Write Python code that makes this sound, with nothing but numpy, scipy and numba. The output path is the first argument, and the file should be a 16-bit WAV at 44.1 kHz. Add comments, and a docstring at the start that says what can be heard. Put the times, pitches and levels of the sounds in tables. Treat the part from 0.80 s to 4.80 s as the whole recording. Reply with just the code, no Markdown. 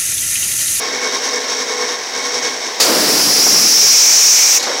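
"""A workshop, close to a running shrink-wrapping machine, on one mono microphone.
The blower hums and the sheet metal rattles in surges, about ten a second. Two seconds in, a pneumatic
valve cracks open and vents air for nearly two seconds: the exhaust rings louder and higher while the
first buffeting dies away. The mechanism knocks as it travels; the valve spits shut and the surges
return. At this short distance the microphone overloads on the hiss."""
import sys
import numpy as np
from scipy import signal
from scipy.fft import rfft, irfft
from scipy.io import wavfile
from scipy.ndimage import uniform_filter1d
from numba import njit

SR = 44100
rng = np.random.default_rng(int(sys.argv[2]) if len(sys.argv) > 2 else 0)


def digitize_waveform(pressure):
    """Quantize a signal to 16-bit integers and store it at the path in sys.argv[1].

    Rows of a 2-D input are taken as channels; values are limited to [-1, 1].
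    """
    field = np.atleast_2d(pressure).T
    bounded = np.clip(field, -1, 1)
    quanta = np.round(bounded * 32767).astype(np.int16)
    wavfile.write(sys.argv[1], SR, quanta)


N = 176400
t = np.arange(N) / SR


def undb(db):
    return 10 ** (np.asarray(db) / 20)


def unit(x):
    """Scale to rms 1."""
    return x / np.sqrt(np.mean(x ** 2))


def noise():
    return rng.standard_normal(N)


def curve(rows, column):
    """One column of a table, joined by straight lines in time."""
    rows = np.array(rows, float)
    return np.interp(t, rows[:, 0], rows[:, column])


def equalise(x, outline):
    """Filter by a (frequency [Hz], gain [dB]) outline."""
    hz, db = np.array(outline, float).T
    gain_db = np.interp(np.log(np.fft.rfftfreq(N, 1 / SR) + 1), np.log(hz), db)
    return irfft(rfft(x) * undb(gain_db), N)


def coloured_noise(outline):
    return unit(equalise(noise(), outline))


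def butterworth(x, hz, kind):
    return signal.sosfilt(signal.butter(2, hz, kind, fs=SR, output="sos"), x)


def drift(rate_hz):
    """Smooth random wander, rms 1."""
    hold = int(SR / rate_hz)
    steps = np.repeat(rng.standard_normal(N // hold + 1), hold)
    return unit(uniform_filter1d(uniform_filter1d(steps, hold), hold)[:N])


@njit
def bandpass(x, hz, width):
    """State-variable filter whose centre and width may move."""
    y, band_state, low_state = np.empty(len(x)), 0., 0.
    for i in range(len(x)):
        gain, damping = np.tan(np.pi * hz[i] / SR), width[i] / hz[i]
        band = (band_state + gain * (x[i] - low_state)) / (1 + gain * (gain + damping))
        band_state = 2 * band - band_state
        low_state += 2 * gain * band
        y[i] = damping * band
    return y


def ring(excite, modes):
    """Resonances, each driven by its own draw of excite(); rms 1 together."""
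    return unit(sum(undb(db) * bandpass(excite(), np.full(N, float(hz)), np.full(N, float(width)))
                    for hz, width, db in modes))


def bursts(rows, outline, rise_s):
    """Coloured noise bursts with a sharp start and an exponential tail."""
    envelope = 0
    for start, db, decay in rows:
        age = np.maximum(t - start, 0)
        envelope += undb(db) * (1 - np.exp(-age / rise_s)) * np.exp(-age / decay)
    return envelope * coloured_noise(outline)


# Surges through the machine (time [s], relative panel level [dB], relative rail level [dB])
SHAKE_SURGES = [(.02, 1, -6), (.075, -0.5, -5), (.155, 2.5, -2.5), (.255, 4, 0.5), (0.351, 2, 1),
                (.46, 2, 2), (.55, 3, -0.5), (.63, -3, -4.5), (0.719, 1, 1), (0.806, 0.5, 0),
                (0.909, 2.5, -1.5), (.97, -2.5, -6), (1.025, 4, -2), (1.11, 1.5, -0.5), (1.205, -3, -13),
                (1.378, 1.5, -1.5), (1.457, 0.5, 0.5), (1.56, 2.5, 1.5), (1.659, 4, 2.5), (1.745, -2, -7),
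                (1.86, -3, -3.5), (3.875, -4, -1), (3.93, -5.5, -2), (3.985, -8, -0.5)]
def shaking(column, rest_db, half_width_s=0.033):
    """The machine shakes in rounded surges over a resting level; the envelope has rms 1."""
    power = undb(rest_db) ** 2
    for surge in SHAKE_SURGES:
        bell = np.exp(-np.abs((t - surge[0]) / half_width_s) ** 2.22)  # slightly flat on top
        power += undb(surge[column]) ** 2 * bell
    return unit(np.sqrt(power))


# Motor and blade tones radiated by the panels (frequency [Hz], level [dB])
BLOWER_TONES = [(130, -58.5), (441, -38.5), (489.5, -34), (1087, -51), (1798, -47.5), (2223, -40)]
# Colour of the blower's air (frequency [Hz], relative level [dB])
BLOWER_COLOUR = [(30, -26), (70, -15), (130, -10), (190, -16), (260, -1), (800, 5), (1300, -4.5), (2000, 3),
                 (2700, -6.5), (5500, -2), (9000, -22.5), (15500, -27)]
def blower(panel_shake):
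    """Steady air noise, with wavering motor and blade tones that swell as the panels shake."""
    tones = 0
    for hz, db in BLOWER_TONES:
        amplitude = np.sqrt(2) * undb(db + 2 * drift(14))
        wavering_hz = hz * (1 + 0.003005 * drift(12))
        tones += amplitude * np.sin(2 * np.pi * np.cumsum(wavering_hz) / SR)
    air = undb(-27 + 0.84 * drift(8)) * coloured_noise(BLOWER_COLOUR)
    return tones * panel_shake + air


def contacts(per_second=2500, spread_db=3.0):
    """Dense tiny impacts of uneven strength."""
    hits = (rng.random(N) < per_second / SR) * np.sign(noise())
    strength = undb(spread_db * np.minimum(rng.exponential(size=N), 4))
    return unit(hits * strength)


# Ringing of the panels and loose guide rails (frequency [Hz], width [Hz], relative level [dB])
PANEL_MODES = [(257, 21.5, -0.5), (426, 36, 1), (480.8, 10.8, 4.5), (720, 43, -9), (967, 80, -7),
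               (1077, 35, 2.5), (1590, 98, -4.5), (1798, 78, -6), (2120, 47, -7.5), (2200, 36, 3.5)]
RAIL_MODES = [(3240, 120, -12.5), (3736, 59, -5.5), (3860, 93, -11), (5573, 380, -1), (6300, 350, -8),
              (7900, 370, -17.5)]
# Broad chatter of the contacts (frequency [Hz], relative level [dB])
CHATTER_COLOUR = [(100, -45.5), (250, -6.5), (600, 0), (900, -1), (1300, -5), (1800, 0), (2700, -9.5),
                  (4400, -3), (6300, -6), (7500, -20.5), (10000, -20), (15500, -30.5)]
def rattle(panel_shake, rail_shake):
    """Tiny impacts make the panels drone and the rails jingle with each surge."""
    panels = butterworth(ring(lambda: panel_shake * contacts(), PANEL_MODES), [200, 3000], "band")
    rails = butterworth(ring(lambda: rail_shake * contacts(), RAIL_MODES), 7500, "low")
    chatter = rail_shake * unit(equalise(contacts(), CHATTER_COLOUR))
    return undb(-28) * panels + undb(-23.5) * rails + undb(-29) * chatter


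# Knocks of the mechanism (time [s], level [dB], decay [s])
MECHANISM_KNOCKS = [(1.999, -13, .01), (2.157, -22, 0.018), (2.663, -12, 0.022), (2.74, -16.5, 0.034),
                    (3.025, -19.5, 0.028), (3.868, -17, 0.068)]
# Their colour (frequency [Hz], relative level [dB])
KNOCK_COLOUR = [(60, -39), (150, -20), (300, 2), (480, 7), (800, 0), (1300, -1.5), (2500, -16), (8000, -33)]
def knocks():
    """The mechanism knocks dully as it travels."""
    return bursts(MECHANISM_KNOCKS, KNOCK_COLOUR, rise_s=0.0016)


def whistle(hz, width):
    """Turbulence in a moving resonance with steep sides."""
    stage_width = 1.42 * width  # two stages in series narrow the band again
    band = bandpass(bandpass(noise(), hz, stage_width), hz, stage_width)
    return unit(band / np.sqrt(width))


# Buffeting at the valve (time [s], level [dB], centre [Hz])
BUFFET_PATH = [(2.0, -20, 600), (2.06, -15.5, 465), (2.21, -16, 326), (2.37, -18, 274), (2.55, -21.5, 282),
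               (2.85, -23.5, 260), (3.1, -32, 260), (3.4, -60, 260)]
def buffet(flutter_db=1.5):
    """Eddies of the escaping air: a fluttering rumble that sinks and fades."""
    hz = curve(BUFFET_PATH, 2)
    eddies = butterworth(bandpass(noise(), hz, 0.93 * hz), 125, "high")
    return undb(curve(BUFFET_PATH, 1) + flutter_db * drift(45.13)) * unit(eddies / np.sqrt(hz))


# Exhaust, close up (time [s], level [dB], centre [Hz], width [Hz], octave level [dB], duct level [dB])
EXHAUST_PATH = [(2.0, -16, 5100, 1500, -31, -45), (2.18, -17, 5050, 1400, -30, -49),
                (2.4, -13.5, 5110, 1140, -25, -45), (2.65, -9.5, 5410, 1040, -24, -24),
                (2.9, -8.5, 5500, 1010, -24, -26), (3.15, -5, 5680, 1130, -27, -19.5),
                (3.45, -6, 5880, 1230, -42, -19.5), (3.78, -8.5, 5900, 1420, -49, -20)]
# Its narrow whistling core and the duct's resonances (frequency [Hz], width [Hz], relative level [dB])
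CORE_MODES = [(5313, 87, 5), (5727, 190, 3.5), (6190, 70, -5), (6590, 89, -7.5)]
DUCT_MODES = [(2344, 300, 3), (2500, 280, -2), (7140, 200, 5.5), (8400, 220, -9), (14200, 2000, -6)]
# Broad rush of the jet (frequency [Hz], relative level [dB])
RUSH_COLOUR = [(100, -51), (400, -5.5), (1000, 1.5), (1700, 1), (2350, 2), (3300, 0.5), (4500, 0.5),
               (7000, 2.5), (9300, -0.5), (12500, -2), (15500, -0.5)]
def air_jet(open_s=1.999, shut_s=3.775, rise_s=0.0012, decay_s=0.01, echo_s=0.00226):
    """Air rushes through the valve, rings exhaust and duct, and buffets; a panel mirrors the hiss."""
    valve = np.clip((t - open_s) / rise_s, 0, 1) * np.exp(-np.maximum(t - shut_s, 0) / decay_s)
    hz = curve(EXHAUST_PATH, 2) * (1 + 0.014 * drift(60))
    width = curve(EXHAUST_PATH, 3)
    exhaust = whistle(hz, width) + undb(-8) * ring(noise, CORE_MODES)
    exhaust *= undb(curve(EXHAUST_PATH, 1) + 0.5 * drift(30.05))
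    octave = whistle(2 * hz, 2 * width) * undb(curve(EXHAUST_PATH, 4))
    duct = ring(noise, DUCT_MODES) * undb(curve(EXHAUST_PATH, 5))
    rush = undb(-17 + 0.5 * drift(24.55)) * coloured_noise(RUSH_COLOUR)
    hiss = valve * (exhaust + octave + duct + rush)
    panel_echo = undb(-18.5) * np.interp(t - echo_s, t, hiss)  # about 0.8 m further to the microphone
    return hiss + panel_echo + valve * buffet()


# Spits of air at the valve (time [s], level [dB], decay [s])
VALVE_SPITS = [(2.001, -0.5, .03), (3.794, -16.5, .03), (3.826, -14, 0.014)]
# Their colour (frequency [Hz], relative level [dB])
SPIT_COLOUR = [(100, -24), (500, -1.5), (1500, -9), (2300, -6), (3000, -11), (4500, 3), (5900, -4),
               (6600, 1.5), (8200, -13), (10000, -15), (15500, -26)]
def spits():
    """The valve spits air as it switches: one crack on opening, two softer ones on shutting."""
    return bursts(VALVE_SPITS, SPIT_COLOUR, rise_s=0.002)


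def scene():
    """The machine from close by, the same in both channels."""
    panel_shake = shaking(column=1, rest_db=-7.5)
    rail_shake = shaking(column=2, rest_db=-6)
    sound = blower(panel_shake) + rattle(panel_shake, rail_shake) + knocks() + air_jet() + spits()
    return np.array([sound, sound])


# Colour of the microphone after the overload (frequency [Hz], gain [dB])
MIC_RESPONSE = [(400, -1.5), (1500, -0.4), (3300, 0), (4500, 0), (6000, 0.16), (8000, 0.5), (11500, -0.4),
                (15000, 0)]
def record(dry, overload_db=-5.5, knee=4.0, bass_hz=138, top_hz=15750):
    """The close microphone flattens loud peaks, thins the bass, colours the rest and cuts the top."""
    oversampled = signal.resample_poly(dry, 2, 1, axis=1)
    flattened = oversampled / (1 + np.abs(oversampled / undb(overload_db)) ** knee) ** (1 / knee)
    thinned = butterworth(signal.resample_poly(flattened, 1, 2, axis=1), bass_hz, "high")
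    top_cut = signal.ellip(10, 0.05, 60, top_hz, fs=SR, output="sos")
    return signal.sosfiltfilt(top_cut, equalise(thinned, MIC_RESPONSE))


dry = scene()
out = record(dry)
digitize_waveform(out)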